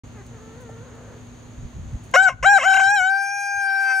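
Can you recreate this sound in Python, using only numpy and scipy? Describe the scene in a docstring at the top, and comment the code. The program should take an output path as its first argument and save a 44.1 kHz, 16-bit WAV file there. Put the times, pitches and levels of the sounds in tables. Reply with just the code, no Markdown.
"""Rooster in a chicken run

A close rooster crows two short syllables and a long held one: syrinx harmonics shaped by throat and
beak, rasping where the pitch breaks, with a second membrane beating near the end. Before it a hen
moans and clucks and feet scratch in dry litter, over air, insect hiss, a low hum and puffs of wind."""
import sys
import numpy as np
from scipy import signal
from scipy.fft import rfft, irfft
from scipy.io import wavfile

SR = 44100
rng = np.random.default_rng(int(sys.argv[2]) if len(sys.argv) > 2 else 0)


def put_to_file(sound):
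    """Save the sound as 16-bit audio at rate SR, in the file named by the first command-line argument."""
    columns = np.atleast_2d(sound).T  # one column per channel
    safe = np.clip(columns, -1, 1)
    whole_steps = np.round(safe * 32767)
    wavfile.write(sys.argv[1], SR, whole_steps.astype(np.int16))


N = 176400
T = np.arange(N) / SR
HZ = np.fft.rfftfreq(N, 1 / SR)


def rooster():
    """Harmonics of the syrinx jitter and turn to rasp where the pitch breaks."""
    # Each row: time in seconds, pitch in Hz.
    pitch = [(2.138, 506), (2.157, 540), (2.165, 726), (2.21, 764), (2.242, 781), (2.286, 720),
             (2.297, 530), (2.438, 530), (2.457, 764), (2.49, 803), (2.525, 816), (2.577, 772),
             (2.596, 535), (2.63, 528), (2.642, 680), (2.668, 775), (2.8, 769.4), (2.87, 782), (2.95, 828),
             (3.01, 730), (3.116, 781.5), (3.2, 788.2), (3.35, 801.5), (3.6, 797), (3.68, 787.7),
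             (4, 776.3)]
    # Two phrases, then the held note. Each row: time in seconds, then levels in dB of fundamental,
    # second harmonic, overtones, treble.
    phrases = [
        [(2.139, -25.5, -18, -17.5, -35), (2.154, -13.5, -18, -16, -26.5), (2.17, -18, -12, -22, -32),
         (2.21, -24, -12, -34, -40), (2.236, -20.5, -19.5, -35.5, -31.5), (2.255, -25, -12, -40, -38),
         (2.284, -21, -14.5, -26, -37), (2.295, -30, -27.5, -29, -50), (2.335, -69.5, -42, -53, -70)],
        [(2.428, -32.5, -28, -25, -43), (2.465, -13.5, -12.5, -25.5, -34), (2.52, -16, -14, -34, -32),
         (2.575, -14.5, -13.5, -30, -33.5), (2.602, -38.5, -34, -24.5, -45.5), (2.63, -32, -26, -25, -38),
         (2.668, -17.5, -15.5, -30, -34.5)],
    ]
    held = [(2.85, -20.5, -16, -34, -35), (2.94, -20.5, -19, -32.5, -34), (3.02, -24.5, -20, -28, -38.5),
            (3.12, -24.5, -19, -43.5, -44), (3.27, -30, -28.5, -36, -38.5), (3.419, -31, -29.5, -35.5, -38),
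            (3.701, -29, -22, -39, -42), (3.97, -30, -19.5, -38.5, -39)]
    # Rasp contour and brief cracks. Each row: time in seconds, roughness 0-1.
    roughness = [(2.138, 0.62), (2.155, 0.54), (2.172, 0.02), (2.28, 0.05), (2.295, 0.73), (2.32, .42),
                 (2.435, 0.71), (2.462, 0.03), (2.578, 0.05), (2.596, .55), (2.611, .3), (2.628, .28),
                 (2.645, 0.7), (2.668, .11), (2.83, 0.07), (2.88, 0.02), (3.15, 0.015), (3.55, 0.022),
                 (3.95, 0.02)]
    crack_peaks = [(2.742, 0.62), (2.772, 0.6), (2.801, 0.65)]
    # A static filter dips the crow near 4.25 and 5 kHz and lifts it near 3.55 kHz.
    # Each row: frequency in Hz, gain in dB.
    notches = [(3250, 0), (3550, 4.5), (3900, -1), (4250, -7.5), (4600, -0.5), (5000, -3.5), (5300, 0)]

    levels = [*phrases[0], *phrases[1], *held]
    first, second, overtones, treble = (amp(curve(levels, column=k)) for k in range(1, 5))
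    start_s, stop_s, restart_s = phrases[0][0][0], phrases[0][-1][0], phrases[1][0][0]
    attack = np.clip((T - start_s) / 0.0026 + 0.5, 0, 1)
    release = np.exp(-np.maximum(T - stop_s, 0) / 0.003)
    reattack = np.clip((T - restart_s) / 0.0036 + 0.5, 0, 1)
    gate = attack * np.maximum(release, reattack)

    cracks = sum(depth * bump(at_s, width_s=0.006) for at_s, depth in crack_peaks)
    rough = np.clip(curve(roughness) + cracks, 0, 0.95)
    flutter_hz = 37.74
    flutter = 0.021 * np.sin(2 * np.pi * flutter_hz * T) + 0.0041 * drift(140)
    jitter = 0.00215 * drift(18) + 0.03 * rough * drift(344)
    hz = curve(pitch) * (1 + jitter + np.minimum(rough / 0.11, 1) * flutter)
    phase = phase_of(hz)

    voice = second * np.cos(2 * phase) - first * np.cos(phase)
    voice += throat_harmonics(hz, phase, overtones, treble)
    voice *= np.sqrt(2 * (1 - rough ** 2))
    voice = signal.sosfilt(signal.butter(6, 430, "high", fs=SR, output="sos"), voice)
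    rasp_gain = amp(-0.5 + 3 * cracks) * rough * np.sqrt(2 * overtones ** 2 + 0.36 * second ** 2)
    source = gate * (voice + rasp_gain * rasp(phase))
    crow = irfft(rfft(source) * amp(spectrum_at(notches, HZ)), N)
    return ports(crow + membrane_beat(hz, phase))


def throat_harmonics(hz, phase, overtones, treble):
    """Harmonics 3-22 through throat and beak, in two bands; the beak narrows in the held note."""
    # Each row: frequency in Hz, gain in dB. The first shape counts twice until the beak narrows,
    # then each counts once.
    throat = [(2150, 1), (2350, -7), (2450, -2), (3120, -5), (3550, -22), (3930, -4), (4250, -17.5),
              (4650, -10), (5000, -16), (5600, -4.5), (6400, -11), (7100, -4), (8100, -10), (8800, -18.5),
              (10500, -13.5), (15500, -17)]
    throat_narrow = [(2350, -3), (3150, -25), (3950, -28), (4700, -10), (5550, -10.5), (6250, -18.5),
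                     (6390, 1), (6480, 2), (6950, -32), (7900, -22.5), (8700, -18), (9500, -11.5),
                     (15500, -17)]
    narrow_at_s, narrowing_s = 3.095, 0.012
    narrow = np.clip((T - narrow_at_s) / narrowing_s, 0, 1)
    orders = np.arange(3, 23)[:, None]
    gains = []
    for k in orders:
        open_db = spectrum_at(throat, k * hz) + 2.5 * drift(31.4)
        narrow_db = spectrum_at(throat_narrow, k * hz) + 3 * drift(6.6)
        gains.append(amp((2 - narrow) * open_db + narrow * narrow_db))
    high = np.clip((orders * hz - 4100) / 400, 0, 1)  # crossover, 4100-4500 Hz
    waves = np.cos(orders * phase + orders ** 2)
    voice = np.zeros(N)
    for share, level in ((1 - high, overtones), (high, treble)):
        weights = np.array(gains) * share
        voice += level * (weights * waves).sum(0) / np.sqrt((weights ** 2).sum(0))
    return voice


def rasp(phase):
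    """Air noise pulsed by the syrinx and coloured by resonant peaks."""
    # Each row: frequency in Hz, gain in dB.
    resonances = [(250, -61), (420, -37), (540, -56), (680, 9.5), (900, -6), (1060, 6), (1300, -9),
                  (1500, 2.5), (1900, -11.5), (2130, 9.5), (2400, -4), (2800, 5), (3550, -27), (3950, -18),
                  (4250, -32), (5700, -5), (7200, -15.5), (9000, -25.5), (15500, -30)]
    return colour(air_pulses(phase), resonances)


def membrane_beat(hz, phase):
    """A second membrane beats against the first: a tone on either side of harmonics 1-16."""
    # Each row: time in seconds, level in dB.
    levels = [(3.55, -75), (3.7, -51), (3.83, -47), (3.915, -31), (3.97, -52)]
    # Each row: time in seconds, pitch in Hz.
    membrane = [(3.65, 1087), (3.95, 1028)]
    # Each row: side-tone frequency in Hz, gain in dB.
    shape = [(300, -35), (520, -16), (1300, -2), (2600, -1), (2900, -30), (4400, -32), (5750, -5),
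             (7000, -24), (14000, -36)]
    beat_hz = curve(membrane) - hz + 16 * drift(80)
    beat_phase = phase_of(beat_hz)
    tones = np.zeros(N)
    for k in range(1, 17):
        for side in (-1, 1):
            gain = amp(spectrum_at(shape, abs(k * hz + side * beat_hz)))
            tones += gain * np.cos(k * phase + side * beat_phase + k ** 2)
    return amp(curve(levels)) * (T > levels[0][0]) * tones / np.sqrt(2)


def echoes(x, level_db=-29, t60_s=0.35, delay_s=0.006, cutoff_hz=3000):
    """A faint, dull tail from the ground and the pen."""
    t = T[:SR // 2]
    tail = rng.standard_normal((2, len(t))) * amp(-60 * t / t60_s) * (t > delay_s)
    tail = signal.sosfilt(signal.butter(1, cutoff_hz, fs=SR, output="sos"), tail)
    return amp(level_db) * signal.fftconvolve(x, tail / np.linalg.norm(tail[0]), axes=1)[:, :N]


def hen(beak_shut_s=0.27, cluck_hz=685, cluck_db=-39.5):
    """A distant hen: a short open-beaked note, a reedy moan that grows hoarse, one soft cluck."""
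    # Each row: time in seconds, pitch in Hz, level in dB.
    notes = [(.1, 500, -100), (.14, 495, -57), (.165, 430, -47.5), (.22, 383.6, -47), (.27, 420.3, -86),
             (.325, 476, -49.5), (.38, 428, -49.5), (.56, 453, -49), (.61, 510, -48), (.68, 450, -46.5),
             (.79, 455, -48.5), (.86, 510, -47.5), (.92, 445, -48), (1.1, 522.4, -47), (1.18, 440, -49),
             (1.24, 420, -65), (1.35, 420, -120)]
    # Each row: time in seconds, roughness 0-1.
    hoarseness = [(.8, .22), (1, .8)]
    # Throat, beak open and shut. Each row: frequency in Hz, gain in dB.
    beak_open = [(400, 3), (1000, -5), (1900, -5), (4000, -35)]
    beak_shut = [(200, -6), (480, 7.5), (900, -5), (1350, -3), (1800, -7), (2300, -20), (6000, -49)]
    rough = curve(hoarseness)
    phase = phase_of(curve(notes) * (1 + 0.121 * rough * drift(156)))
    buzz = unit(sum(np.cos(k * phase) for k in range(1, 9)))
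    drive = np.sqrt(1 - rough ** 2) * buzz + 2.5 * rough * air_pulses(phase)
    voice = np.where(T < beak_shut_s, colour(drive, beak_open), colour(drive, beak_shut))
    moan = amp(curve(notes, column=2)) * voice
    ring = np.sin(phase_of(cluck_hz * (1 + 0.121 * drift(186))))
    cluck = amp(cluck_db) * unit(ring) * bump(at_s=0.697, width_s=0.0056)
    return ports(moan + cluck, lean=0.35)


def feet():
    """Each step crushes a quickly dying cluster of dry grains."""
    # Each row: start in seconds, level in dB, decay in seconds.
    steps = [(.264, -46, 0.0069), (0.606, -51.5, 0.024), (.6995, -50, .003), (.953, -53, 0.0062),
             (2.036, -49.5, 0.025), (2.114, -39, .0015)]
    # Each row: frequency in Hz, gain in dB.
    litter = [(500, 1), (4000, -3), (15000, 6)]
    press = sum(amp(db) * (T >= at_s) * np.exp(-abs(T - at_s) / decay_s) for at_s, db, decay_s in steps)
    grains = rng.standard_normal(N) * amp(1.4 * drift(1500))
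    return ports(press * colour(grains, litter), lean=0)


def wind():
    """Puffs of wind rumble on the microphone."""
    # Each row: peak time in seconds, level in dB.
    gusts = [(1.599, -37), (1.651, -29), (1.779, -29), (1.825, -35), (1.87, -34.5), (1.945, -27),
             (2.34, -36.5), (2.431, -32.5), (2.881, -43), (3.019, -49), (3.57, -52.5)]
    # Each row: frequency in Hz, relative density in dB.
    rumble = [(15, -22), (55, 0), (100, -2.5), (170, -13), (300, -30.5), (2000, -75)]
    return sum(amp(db) * bump(at_s, width_s=0.026) for at_s, db in gusts) * diffuse(rumble)


def yard():
    """Outdoor air, insect hiss and a wavering hum, all sinking under the crow."""
    # Each row: frequency in Hz, relative density in dB.
    air_shape = [(15, -47.5), (25, -16), (107, 0.5), (181, -11), (234, -8), (332, -14.5), (512, -17),
                 (4500, -33.5), (5300, -43.5), (15500, -43)]
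    insect_shape = [(4500, -40), (5800, -15.5), (6350, -4), (6850, -4.5), (7200, -14), (10000, -46)]
    # Each row: frequency in Hz, relative level in dB.
    hum_tones = [(59.2, -56), (113.0, -51), (242.2, -52)]
    # Each row: time in seconds, gain in dB on all three.
    fade = [(2.13, 6.5), (2.17, -2), (2.7, -1.5), (3.1, -14), (4, -17.5)]
    air = amp(-50 + 0.3 * drift(7.7)) * diffuse(air_shape)
    insects = amp(-65 + 0.53 * drift(70)) * diffuse(insect_shape)
    hum = np.zeros(N)
    for hz, db in hum_tones:
        gain = amp(db - 5.5 + 2.24 * drift(7.1))
        hum += gain * unit(np.sin(phase_of(hz + 3 * drift(8.7))))
    return amp(curve(fade)) * (air + insects + hum)


def diffuse(shape):
    """Coloured noise from all around, partly alike in both ports."""
    # Each row: frequency in Hz, left-right coherence 0-1.
    coherence = [(25, .98), (70, .9), (200, .7), (3000, .3), (12000, .9)]
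    left, other = rng.standard_normal((2, N))
    same = spectrum_at(coherence, HZ)
    right = irfft(same * rfft(left) + np.sqrt(1 - same ** 2) * rfft(other), N)
    return ports(colour(np.array([left, right]), shape), lean=0)


def ports(x, lean=1, near_hz=705):
    """Stereo from two microphone ports; lean scales the level gap, phases converge below near_hz."""
    # Each row: frequency in Hz, left minus right in dB.
    balance = [(200, -11), (500, 5.5), (1585, 6.5), (1635, -2.5), (1900, 0.5), (2300, 0)]
    # Each row: frequency in Hz, left lead in radians.
    lead = [(250, -2.13), (800, 1), (1560, -1), (2200, 0.6), (6000, 0.7), (9000, -0.95), (11500, -2.5),
            (15000, -3.5)]
    lead_rad = spectrum_at(lead, HZ) * np.minimum(HZ / near_hz, 1)
    half = amp(lean * spectrum_at(balance, HZ) / 2) * np.exp(0.5j * lead_rad)
    return irfft(rfft(x) * np.array([half, 1 / half]), N)


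def air_pulses(phase, depth=0.51):
    """Air noise swelling once per cycle."""
    return (1 + depth * np.cos(phase)) * rng.standard_normal(N)


def amp(db):
    """Decibels to gain."""
    return 10 ** (np.asarray(db) / 20)


def unit(x):
    """Scale to rms 1."""
    return x / np.sqrt(np.mean(x ** 2) + 1e-20)


def phase_of(hz):
    """Running phase in radians."""
    return 2 * np.pi * np.cumsum(hz) / SR


def bump(at_s, width_s):
    """Gaussian envelope, peak 1."""
    return np.exp(-((T - at_s) / width_s) ** 2)


def curve(rows, column=1):
    """Table column, linearly interpolated in time."""
    rows = np.array(rows)
    return np.interp(T, rows[:, 0], rows[:, column])


def spectrum_at(shape, hz):
    """Table value at hz, interpolated in log frequency."""
    knots_hz, values = np.transpose(sorted(shape))
    return np.interp(np.log(hz + 1), np.log(knots_hz + 1), values)


def colour(x, shape):
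    """Filter by a dB spectrum; rms 1."""
    return unit(irfft(rfft(x) * amp(spectrum_at(shape, HZ)), N))


def drift(rate_hz):
    """Smooth random motion up to about rate_hz; rms 1."""
    return unit(irfft(rfft(rng.standard_normal(N)) * np.exp(-(HZ / rate_hz) ** 2), N))


def scene():
    """The birds in their yard; only the crow echoes."""
    crow = rooster()
    return crow + echoes(crow) + hen() + feet() + yard() + wind()


def record(dry, silence_s=0.035, fade_s=0.003, cutoff_hz=15800):
    """Brief opening silence, then a fast fade-in; steep low-pass."""
    opened = dry * np.clip((T - silence_s) / fade_s, 0, 1)
    lowpass = signal.firwin(511, cutoff_hz, window=("kaiser", 9), fs=SR)
    return signal.oaconvolve(opened, lowpass[None], "same")


dry = scene()
out = record(dry)
put_to_file(out)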